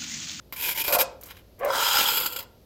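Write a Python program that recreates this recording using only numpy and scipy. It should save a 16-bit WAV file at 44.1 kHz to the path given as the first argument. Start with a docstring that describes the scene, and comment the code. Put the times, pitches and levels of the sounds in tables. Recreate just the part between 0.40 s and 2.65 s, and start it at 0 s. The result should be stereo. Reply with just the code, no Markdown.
"""In a yard, a steel trowel is drawn twice along a mortar joint in a low wall of hollow concrete blocks.
Sand grains rasp under the blade: random clicks and hiss, bunched by stick-slip, drive its resonances.
Where the blade digs in, it judders and coarse slips ring the hollow blocks; decaying noise bursts make
the knocks of the blade and the ticks of mortar crumbs between the strokes.
The house walls return a short echo, as decaying noise, over faint outdoor air and a hum of two sines."""
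import sys
import numpy as np
from scipy import signal
from scipy.fft import rfft, irfft
from scipy.io import wavfile

SR = 44100
rng = np.random.default_rng(int(sys.argv[2]) if len(sys.argv) > 2 else 0)


def waveform_to_disk(signal):
    """Save audio, clipped to [-1, 1], as 16-bit WAV at the path in sys.argv[1]."""
    frames = np.transpose(np.atleast_2d(signal))
    scaled = np.clip(frames, -1, 1) * 32767
    samples = np.round(scaled).astype(np.int16)
    wavfile.write(sys.argv[1], SR, samples)


N = 99225
TIME = np.arange(N) / SR
SIZE = 2 ** 17  # FFT length, longer than the scene
HZ = np.fft.rfftfreq(SIZE, 1 / SR)

# short pushes of the first stroke: start t/s, length t/s, level/dB, swell over the push/dB,
# pitch of the flexed blade f/Hz
FIRST_PUSHES = [(0.161,0.0091,-36,4,2350),(0.175,0.04,-36.5,9,2517),(0.221,0.061,-28.5,-1,2482),(0.284,0.0489,-29.5,-10.5,2399),(0.346,0.0206,-34.5,3.5,2184),(0.373,0.0147,-27,-1.5,2325),(0.391,0.0295,-27,-2.5,2494),(0.438,0.0161,-29,2,2420),(0.461,0.0145,-31,4.5,2476),(0.477,0.037,-29,-4,2436),(0.523,0.03347,-21,-2,2495),(0.584,0.035,-21,2.5,2476)]
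# the blade knocks or catches on a coarse grain: t/s, level/dB, decay time constant/s
CATCHES = [(.1245,-30.5,0.01726),(.289,-22.5,0.003),(.4805,-15,0.00325),(.9085,-38,0.00395),(1.558,-19,0.00426),(1.591,-17.5,0.0039),(1.612,-17.5,0.0049),(1.739,-25.5,0.0038),(1.75,-21.5,0.00114),(1.811,-21,0.00395),(1.861,-24.5,0.00546),(2.005,-31,0.0054),(2.026,-36.5,0.0057)]
# likeness of left and right under the blade: f/Hz, correlation (0-1)
RASP_ALIKE = [(1300,1),(2400,0.786),(5000,0.515)]
# left minus right in the first and second stroke: f/Hz, level difference/dB
FIRST_SIDE = [(950,-1),(1800,-1.5),(2450,-5),(4300,0),(5300,-2.5),(7200,3),(9500,0.15),(12300,-8),(15500,1)]
SECOND_SIDE = [(1100,2),(2600,-2.5),(4100,1),(5000,-1),(7500,5),(10000,2),(12000,-5.5),(15500,2)]

SECOND_TURN_S = (1.33, 1.439, 1.58, 1.76)  # when the second stroke reaches each colour
DIG_SAND = dict(per_s=1500, spread_db=1.88, hiss_share=0.287, slip_db=0.963, slip_hz=118)
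LEFT_LEAD_S = .00007


def rasp():
    """Friction noise: sand under the steel in two firm strokes and a light brush between them."""
    return first_stroke() + second_stroke()


def first_stroke():
    """Pressure-modulated friction: short pushes on fine sand, then a light brush of the blade."""
    # colour of the rasp early and late in the stroke: f/Hz, relative level/dB
    early_colour = [(100,-21.5),(330,-8),(520,-8.5),(730,-14),(940,1),(1200,-21),(1450,-5.5),(1950,-6.5),(2700,-4.5),(3400,-0.5),(3750,-6.5),(5300,-4),(6200,-9.5),(7200,-4),(8800,-12.5),(12600,1),(14200,-1),(16000,-15)]
    late_colour = [(100,-25),(400,-8),(1400,-2),(2000,-7),(3100,-7.5),(3700,-5.5),(5000,-3),(6100,-9),(7400,-5.5),(8600,-8),(10500,-9),(12000,4),(13300,0),(16000,-13)]
    # light brush between the strokes: t/s, level/dB
    brush_level = [(.82,-64),(.885,-51.5),(.91,-40.5),(.935,-58),(.975,-52),(1.02,-65.5)]
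    # colour of the brush: f/Hz, relative level/dB
    brush_colour = [(530,-27.5),(900,-3.5),(3400,-3),(8550,-19),(12900,-8),(16000,-21)]
    grit = sand(per_s=8000, spread_db=1.85, hiss_share=0.495, slip_db=1.49, slip_hz=590)
    drag = travel(grit * pushes(FIRST_PUSHES), (0.4137, 0.526), [early_colour, late_colour])
    brush_grit = sand(per_s=760, spread_db=2.91, hiss_share=0.305, slip_db=2.2, slip_hz=170)
    brush = colour(brush_grit * level(brush_level), brush_colour)
    return pair(flex(drag) + brush, RASP_ALIKE, FIRST_SIDE, LEFT_LEAD_S)


def second_stroke():
    """Sustained friction: one pressure curve drives fine sand and resonant coarse grit alike."""
    # level of the long stroke: t/s, level/dB
    stroke_level = [(1.25,-52),(1.35,-31),(1.45,-25.5),(1.53,-25.5),(1.605,-22),(1.635,-24),(1.77,-24.5),(1.85,-31),(1.89,-38.5),(2.0,-43),(2.05,-65.5)]
    # stutter as the pressure eases: start t/s, length t/s, level/dB, swell over the push/dB
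    stutter = [(1.68,0.0108,-27.5,-3),(1.771,0.0051,-24,0.5),(1.858,0.00794,-22.5,1.5),(1.922,0.0123,-31,-5.5),(1.96,0.01015,-26.5,-4.5),(1.987,0.0097,-31.5,-4.5)]
    # colour of the rasp at its start, early and late: f/Hz, relative level/dB
    start_colour = [(100,-17),(950,7),(1130,5),(1310,13),(1700,5),(2400,-6),(3350,-1),(10000,-9.5),(12800,-6.5),(16000,-5.5)]
    early_colour = [(100,-28.5),(350,-14.5),(560,-2),(690,-14),(810,3),(1000,1),(1160,-8),(1310,5),(1600,-1.5),(2120,-6.5),(2700,0),(3350,1.5),(3950,-4),(4120,1.5),(4420,-6.5),(5080,2),(5650,-9.5),(7000,-2.5),(10200,-13),(12500,0.5),(16000,-10.5)]
    late_colour = [(100,-17.5),(330,-6),(520,1.5),(650,-21),(810,-2.5),(990,0),(1170,-4),(1380,6.5),(1650,-7.5),(2150,-6),(2750,5.5),(3350,1.5),(3830,-5),(4250,2),(5200,-1),(5750,-17),(7300,2),(9700,-11),(11800,8),(15000,2.5),(16000,-1)]
    pressure = np.hypot(level(stroke_level), pushes(stutter))
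    fine = sand(per_s=6000, spread_db=1.17, hiss_share=0.455, slip_db=1.76, slip_hz=141.5)
    coarse = sand(per_s=400, spread_db=2.8, hiss_share=0.1, slip_db=3.8, slip_hz=66.6)
    drag = fine * pressure + grind(coarse * pressure)
    colours = [start_colour, early_colour, early_colour, late_colour]
    return pair(travel(drag, SECOND_TURN_S, colours), RASP_ALIKE, SECOND_SIDE, lead_s=.00004)


def sand(per_s, spread_db, hiss_share, slip_db, slip_hz):
    """Shot noise: clicks of crushed grains over a fine hiss, bunched by the blade's stick and slip."""
    slip = drift(slip_hz)
    sizes = amp(spread_db * np.minimum(rng.exponential(1, N), 4))
    struck = rng.random(N) < per_s / SR
    grains = unit(sizes * struck * rng.standard_normal((2, N)))
    hiss = rng.standard_normal((2, N))
    # the share divides power, not amplitude
    mix = np.sqrt(1 - hiss_share) * grains + np.sqrt(hiss_share) * hiss
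    return unit(mix * amp(slip_db * slip))


def pushes(rows):
    """Force envelope: each push bites quickly, swells or eases, and lets go; powers add."""
    attack_s, release_s = 0.00174, 0.0058
    power = np.zeros(N)
    for start, length, db, swell_db, *_ in rows:
        t = TIME - start
        shape = np.clip(t / attack_s, 0, 1) * np.exp(-np.maximum(t - length, 0) / release_s)
        swell = swell_db * (np.clip(t / length, 0, 1) - .5)
        power += (shape * amp(db + swell)) ** 2
    return np.sqrt(power)


def travel(x, times, colours):
    """Time-varying filtering: one colour fades into the next as the blade moves along the joint."""
    treble = (3000, 16000)  # Hz, the band in which the colours are matched in level
    total = 0
    for share, points in zip(np.eye(len(times)), colours):
        total = total + colour(x * np.interp(TIME, times, share), points, treble)
    return total


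def flex(x):
    """Bending resonance: the main resonance of the blade re-forms at a new pitch with each push."""
    start, *_, pitch = np.transpose(FIRST_PUSHES)
    push = np.maximum(np.searchsorted(start, TIME) - 1, 0)
    return x + amp(12.5) * resonate(x, pitch[push], width=95)


def grind(grit):
    """Driven resonance: grit rings blade and block, sliding and wavering as the contact point moves."""
    # resonances under the long stroke: early f/Hz, late f/Hz, width/Hz, level against the grit/dB
    joint_modes = [(952.5,922,94.4,3),(1298,1400,104.8,4),(3310,3350,101,6),(5067,4900,150,3)]
    waver_hz, waver_share, waver_db = 16.9, .022, 3.5  # rms depths in pitch and in level
    total = np.zeros_like(grit)
    for early_hz, late_hz, width, db in joint_modes:
        hz = np.interp(TIME, [SECOND_TURN_S[0], SECOND_TURN_S[-1]], [early_hz, late_hz])
        drive = grit * amp(db + waver_db * drift(waver_hz))
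        total += resonate(drive, hz * (1 + waver_share * drift(waver_hz)), width)
    return total


def steel_blade(x):
    """Modal response of a plate: friction and knocks excite the ringing modes of the steel."""
    # modes: f/Hz, width/Hz, level against the rasp that drives them/dB
    blade_modes = [(3450,70,-9),(4130,14,-19.5),(5038,69,-10.5),(11830,74,-1.5),(13100,50,-10)]
    return ring(x, blade_modes)


def catches():
    """Impact noise: the blade knocks or catches on coarse grains."""
    # colour of the knocks: f/Hz, relative level/dB
    knock_colour = [(150,-7.5),(400,-4),(2450,-2),(4900,-2),(6100,-10.5),(7200,-8.5),(9500,-18.5),(12200,-0.5),(16000,-3)]
    return snaps(CATCHES, knock_colour, SECOND_SIDE)


def touch():
    """Free vibration: the blade, still free, rings briefly as it first meets the block."""
    # ring at first contact: f/Hz, level/dB, t60/s
    touch_modes = [(348,-51,.1),(1033,-42,0.11),(1848,-42.5,0.086),(2171,-36,.04)]
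    t = np.maximum(TIME - CATCHES[0][0], 0)
    return sum(amp(db - 60 * t / t60) * np.sin(2 * np.pi * hz * t) for hz, db, t60 in touch_modes)


def judder():
    """Cavity resonance: the blade digs in and its coarse slips ring the hollow blocks."""
    # level of the first dig: t/s, level/dB
    dig_level = [(.47,-48.5),(.489,-30.5),(.52,-25),(.532,-25.5),(.554,-20),(.572,-23.5),(.592,-25.5),(.622,-25),(.64,-39.5)]
    # colour of its judder: f/Hz, relative level/dB
    hollow_colour = [(120,-30),(390,-21),(470,-8.5),(530,4),(625,-7),(725,-4),(800,-8),(1060,-7),(1250,-17),(1450,-14),(1800,-25.5),(3000,-37)]
    # block cavities that ring on after the first stroke: f/Hz, width/Hz, level against the judder/dB
    cavities = [(533,8,-4),(712.2,12,0.5),(1005.9,8,1),(1331,7,6)]
    # left minus right: f/Hz, level difference/dB
    dig_side = [(250,0.5),(550,-1.5),(950,-2.5)]
    # likeness of left and right: f/Hz, correlation (0-1)
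    dig_alike = [(550,1),(1200,0.73),(3000,0.403)]
    slips = colour(sand(**DIG_SAND) * level(dig_level), hollow_colour)
    return pair(ring(slips, cavities) + scoop(), dig_alike, dig_side, lead_s=0.0002023)


def scoop():
    """Gliding resonance: in the second dig two hollow tones draw together as the blade sinks in."""
    # level of the second dig: t/s, level/dB
    dig_level = [(1.18,-59),(1.2,-39.5),(1.21,-29),(1.238,-25.5),(1.255,-22.5),(1.264,-22.5),(1.277,-28.5),(1.298,-24),(1.32,-31.5),(1.42,-46),(1.88,-54.5),(1.955,-43.5),(2.04,-53.5)]
    # colour of its body: f/Hz, relative level/dB
    hollow_colour = [(120,-20),(330,-23),(720,4),(880,-16),(1320,-16.5),(1700,-5),(2300,-12),(5000,-48.5)]
    # the two hollow resonances: t/s, lower f/Hz, upper f/Hz
    glide_points = [(1.21,483.5,1064),(1.25,555.4,1080),(1.295,590.7,984),(1.34,522.5,928)]
    width_hz = 140
    slips = sand(**DIG_SAND) * level(dig_level)
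    s, *glides = np.transpose(glide_points)
    total = amp(-7.5) * colour(slips, hollow_colour)
    for glide, db in zip(glides, (19, 17.5)):
        hz = np.interp(TIME, s, glide)
        # two passes give steeper skirts
        total += amp(db) * resonate(resonate(slips, hz, width_hz), hz, width_hz)
    return total


def crumbs():
    """Impact noise: crumbs of mortar snap off and land."""
    # crumbs: t/s, level/dB, decay time constant/s
    crumb_rows = [(.8115,-41.5,0.007),(.8347,-33.5,0.0048),(.8575,-42.5,0.024),(1.192,-44,0.0074),(1.2485,-27.5,0.00306)]
    # colour of the ticks: f/Hz, relative level/dB
    crumb_colour = [(200,-24.5),(1000,1),(3000,-14.5),(6500,2),(9500,-4),(12500,6.5),(16000,-2)]
    return snaps(crumb_rows, crumb_colour, FIRST_SIDE)


def snaps(rows, spectrum, side):
    """Exponential decay: sudden bursts of noise that die in milliseconds."""
    envelope = np.zeros(N)
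    for s, db, decay in rows:
        envelope += amp(db) * (TIME >= s) * np.exp(-abs(TIME - s) / decay)
    return pair(colour(envelope * rng.standard_normal((2, N)), spectrum), RASP_ALIKE, side, LEFT_LEAD_S)


def yard(x):
    """Reverberation by convolution: close scatter from gravel and wall, then the house walls' echo."""
    # reverberation time: f/Hz, t60/s
    yard_t60 = [(150,1.5),(550,0.6443),(1200,0.3728),(7000,0.286),(14000,0.0021)]
    # strength of the echo: f/Hz, level/dB
    yard_db = [(150,-5.5),(550,-10.5),(1200,-6.5),(3000,-14.5),(7000,-14),(14000,-20.5)]
    # likeness of left and right: f/Hz, correlation (0-1)
    yard_alike = [(150,0.553),(500,1),(1200,0.77),(4000,0.12)]
    hz, t, z = signal.stft(rng.standard_normal((2, N)), SR, nperseg=256)
    t60 = read(yard_t60, hz)[:, None]
    decay = amp(read(yard_db, hz)[:, None] - 60 * t / t60)
    per_energy = np.sqrt(2 * np.log(1000) / (t60 * SR))  # equal energy for any t60
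    tail = signal.istft(z * decay * per_energy, SR, nperseg=256)[1][:, :N]
    tail = pair(tail, yard_alike) * np.minimum(TIME / 0.0154, 1)  # fades in over 15.4 ms
    near = unit(rng.standard_normal((2, N)) * np.exp(-TIME / 0.0063) * (TIME > .001))
    near = colour(near, [(600, -8.5), (3000, 1.5)]) / np.sqrt(N)
    return signal.fftconvolve(x, tail + amp(-5.5) * near, axes=1)[:, :N]


def background():
    """Stationary noise and pure tones: quiet outdoor air with a distant machine hum."""
    # colour of the air: f/Hz, relative level/dB
    air_colour = [(15,-11),(80,2),(260,-6.5),(550,-8),(1000,-22.5),(1800,-27.5),(4500,-25),(9500,-37),(12400,-24.5),(16000,-37)]
    # likeness of left and right: f/Hz, correlation (0-1)
    air_alike = [(30,0.47),(250,1),(1000,0.68),(4000,0.18)]
    # hum: f/Hz, rms level/dB
    hum_tones = [(57,-60.5),(96,-66)]
    air = pair(colour(rng.standard_normal((2, N)), air_colour), air_alike)
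    hum = np.zeros(N)
    for hz, db in hum_tones:
        hum += amp(db) * np.sqrt(2) * np.sin(2 * np.pi * (hz * TIME + rng.random()))
    return amp(-55.5) * air + hum


def ring(x, modes):
    """Modal superposition: adds ringing modes to the friction that excites them."""
    response = sum(amp(db) / (1 + 2j * (HZ - hz) / width) for hz, width, db in modes)
    return irfft(rfft(x, SIZE) * (1 + response))[:, :N]


def resonate(x, hz, width):
    """Heterodyning: a resonance of gain 1 follows a frequency curve by filtering at zero frequency."""
    turn = np.exp(2j * np.pi * np.cumsum(hz) / SR)
    r = np.exp(-np.pi * width / SR)
    return 2 * (turn * signal.lfilter([1 - r], [1, -r], x / turn + 1e-18)).real


def drift(hz):
    """Low-passed noise: random wavering of rms 1, mostly slower than the given rate."""
    return unit(irfft(rfft(rng.standard_normal(SIZE)) / (1 + (HZ / hz) ** 4))[:N])


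def colour(x, points, band=None):
    """Minimum-phase filter: causal, and it keeps the rms of white noise inside the band."""
    lo, hi = band or (0, SR)
    log_gain = np.log(amp(np.maximum(read(points), -100)))
    mirrored = np.r_[log_gain, log_gain[-2:0:-1]]
    # the Hilbert transform of the log gain supplies the phase
    gain = np.exp(np.conj(signal.hilbert(mirrored))[:len(HZ)])
    gain /= np.sqrt(np.mean(abs(gain) ** 2 * (HZ > lo) * (HZ < hi)))
    return irfft(rfft(x, SIZE) * gain)[..., :N]


def pair(x, alike, side=None, lead_s=0):
    """Interaural-style coherence: sum and difference of two unrelated signals give left and right."""
    a, b = rfft(x, SIZE)
    same = np.clip(read(alike), 0, 1)
    a, b = a * np.sqrt((1 + same) / 2), b * np.sqrt((1 - same) / 2)
    tilt = amp(read(side) / 2) if side else 1
    left = (a + b) * tilt * np.exp(2j * np.pi * HZ * lead_s)
    right = (a - b) / tilt
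    # keeps the power of the left-right sum
    norm = np.sqrt((tilt ** 2 + tilt ** -2. + 2 * same) / 4)
    return irfft(np.array([left, right]) / norm)[:, :N]


def amp(db):
    """Decibel law: level to gain."""
    return 10 ** (np.asarray(db) / 20)


def unit(x):
    """Power normalization: scales to rms 1."""
    return x / np.sqrt(np.mean(x ** 2) + 1e-20)


def read(points, hz=HZ):
    """Logarithmic pitch scale: reads a table on a log-frequency axis."""
    f, value = np.transpose(points)
    return np.interp(np.log(hz + 1), np.log(f + 1), value)


def level(points):
    """Level envelope: gain over time from a dB curve, -120 dB outside it."""
    s, db = np.transpose(points)
    return amp(np.interp(TIME, s, db, left=-120, right=-120))


def scene():
    """Superposition: direct sound of the trowel work, its echo in the yard and the background."""
    steel = steel_blade(rasp() + catches()) + touch()
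    work = steel + judder() + crumbs()
    return work + yard(work) + background()


def record(dry):
    """Band limitation: a linear-phase low-pass at 16.05 kHz."""
    low_pass = signal.firwin(511, 16050, window=("kaiser", 8), fs=SR)
    return signal.oaconvolve(dry, low_pass[None], "same")


dry = scene()
out = record(dry)
waveform_to_disk(out)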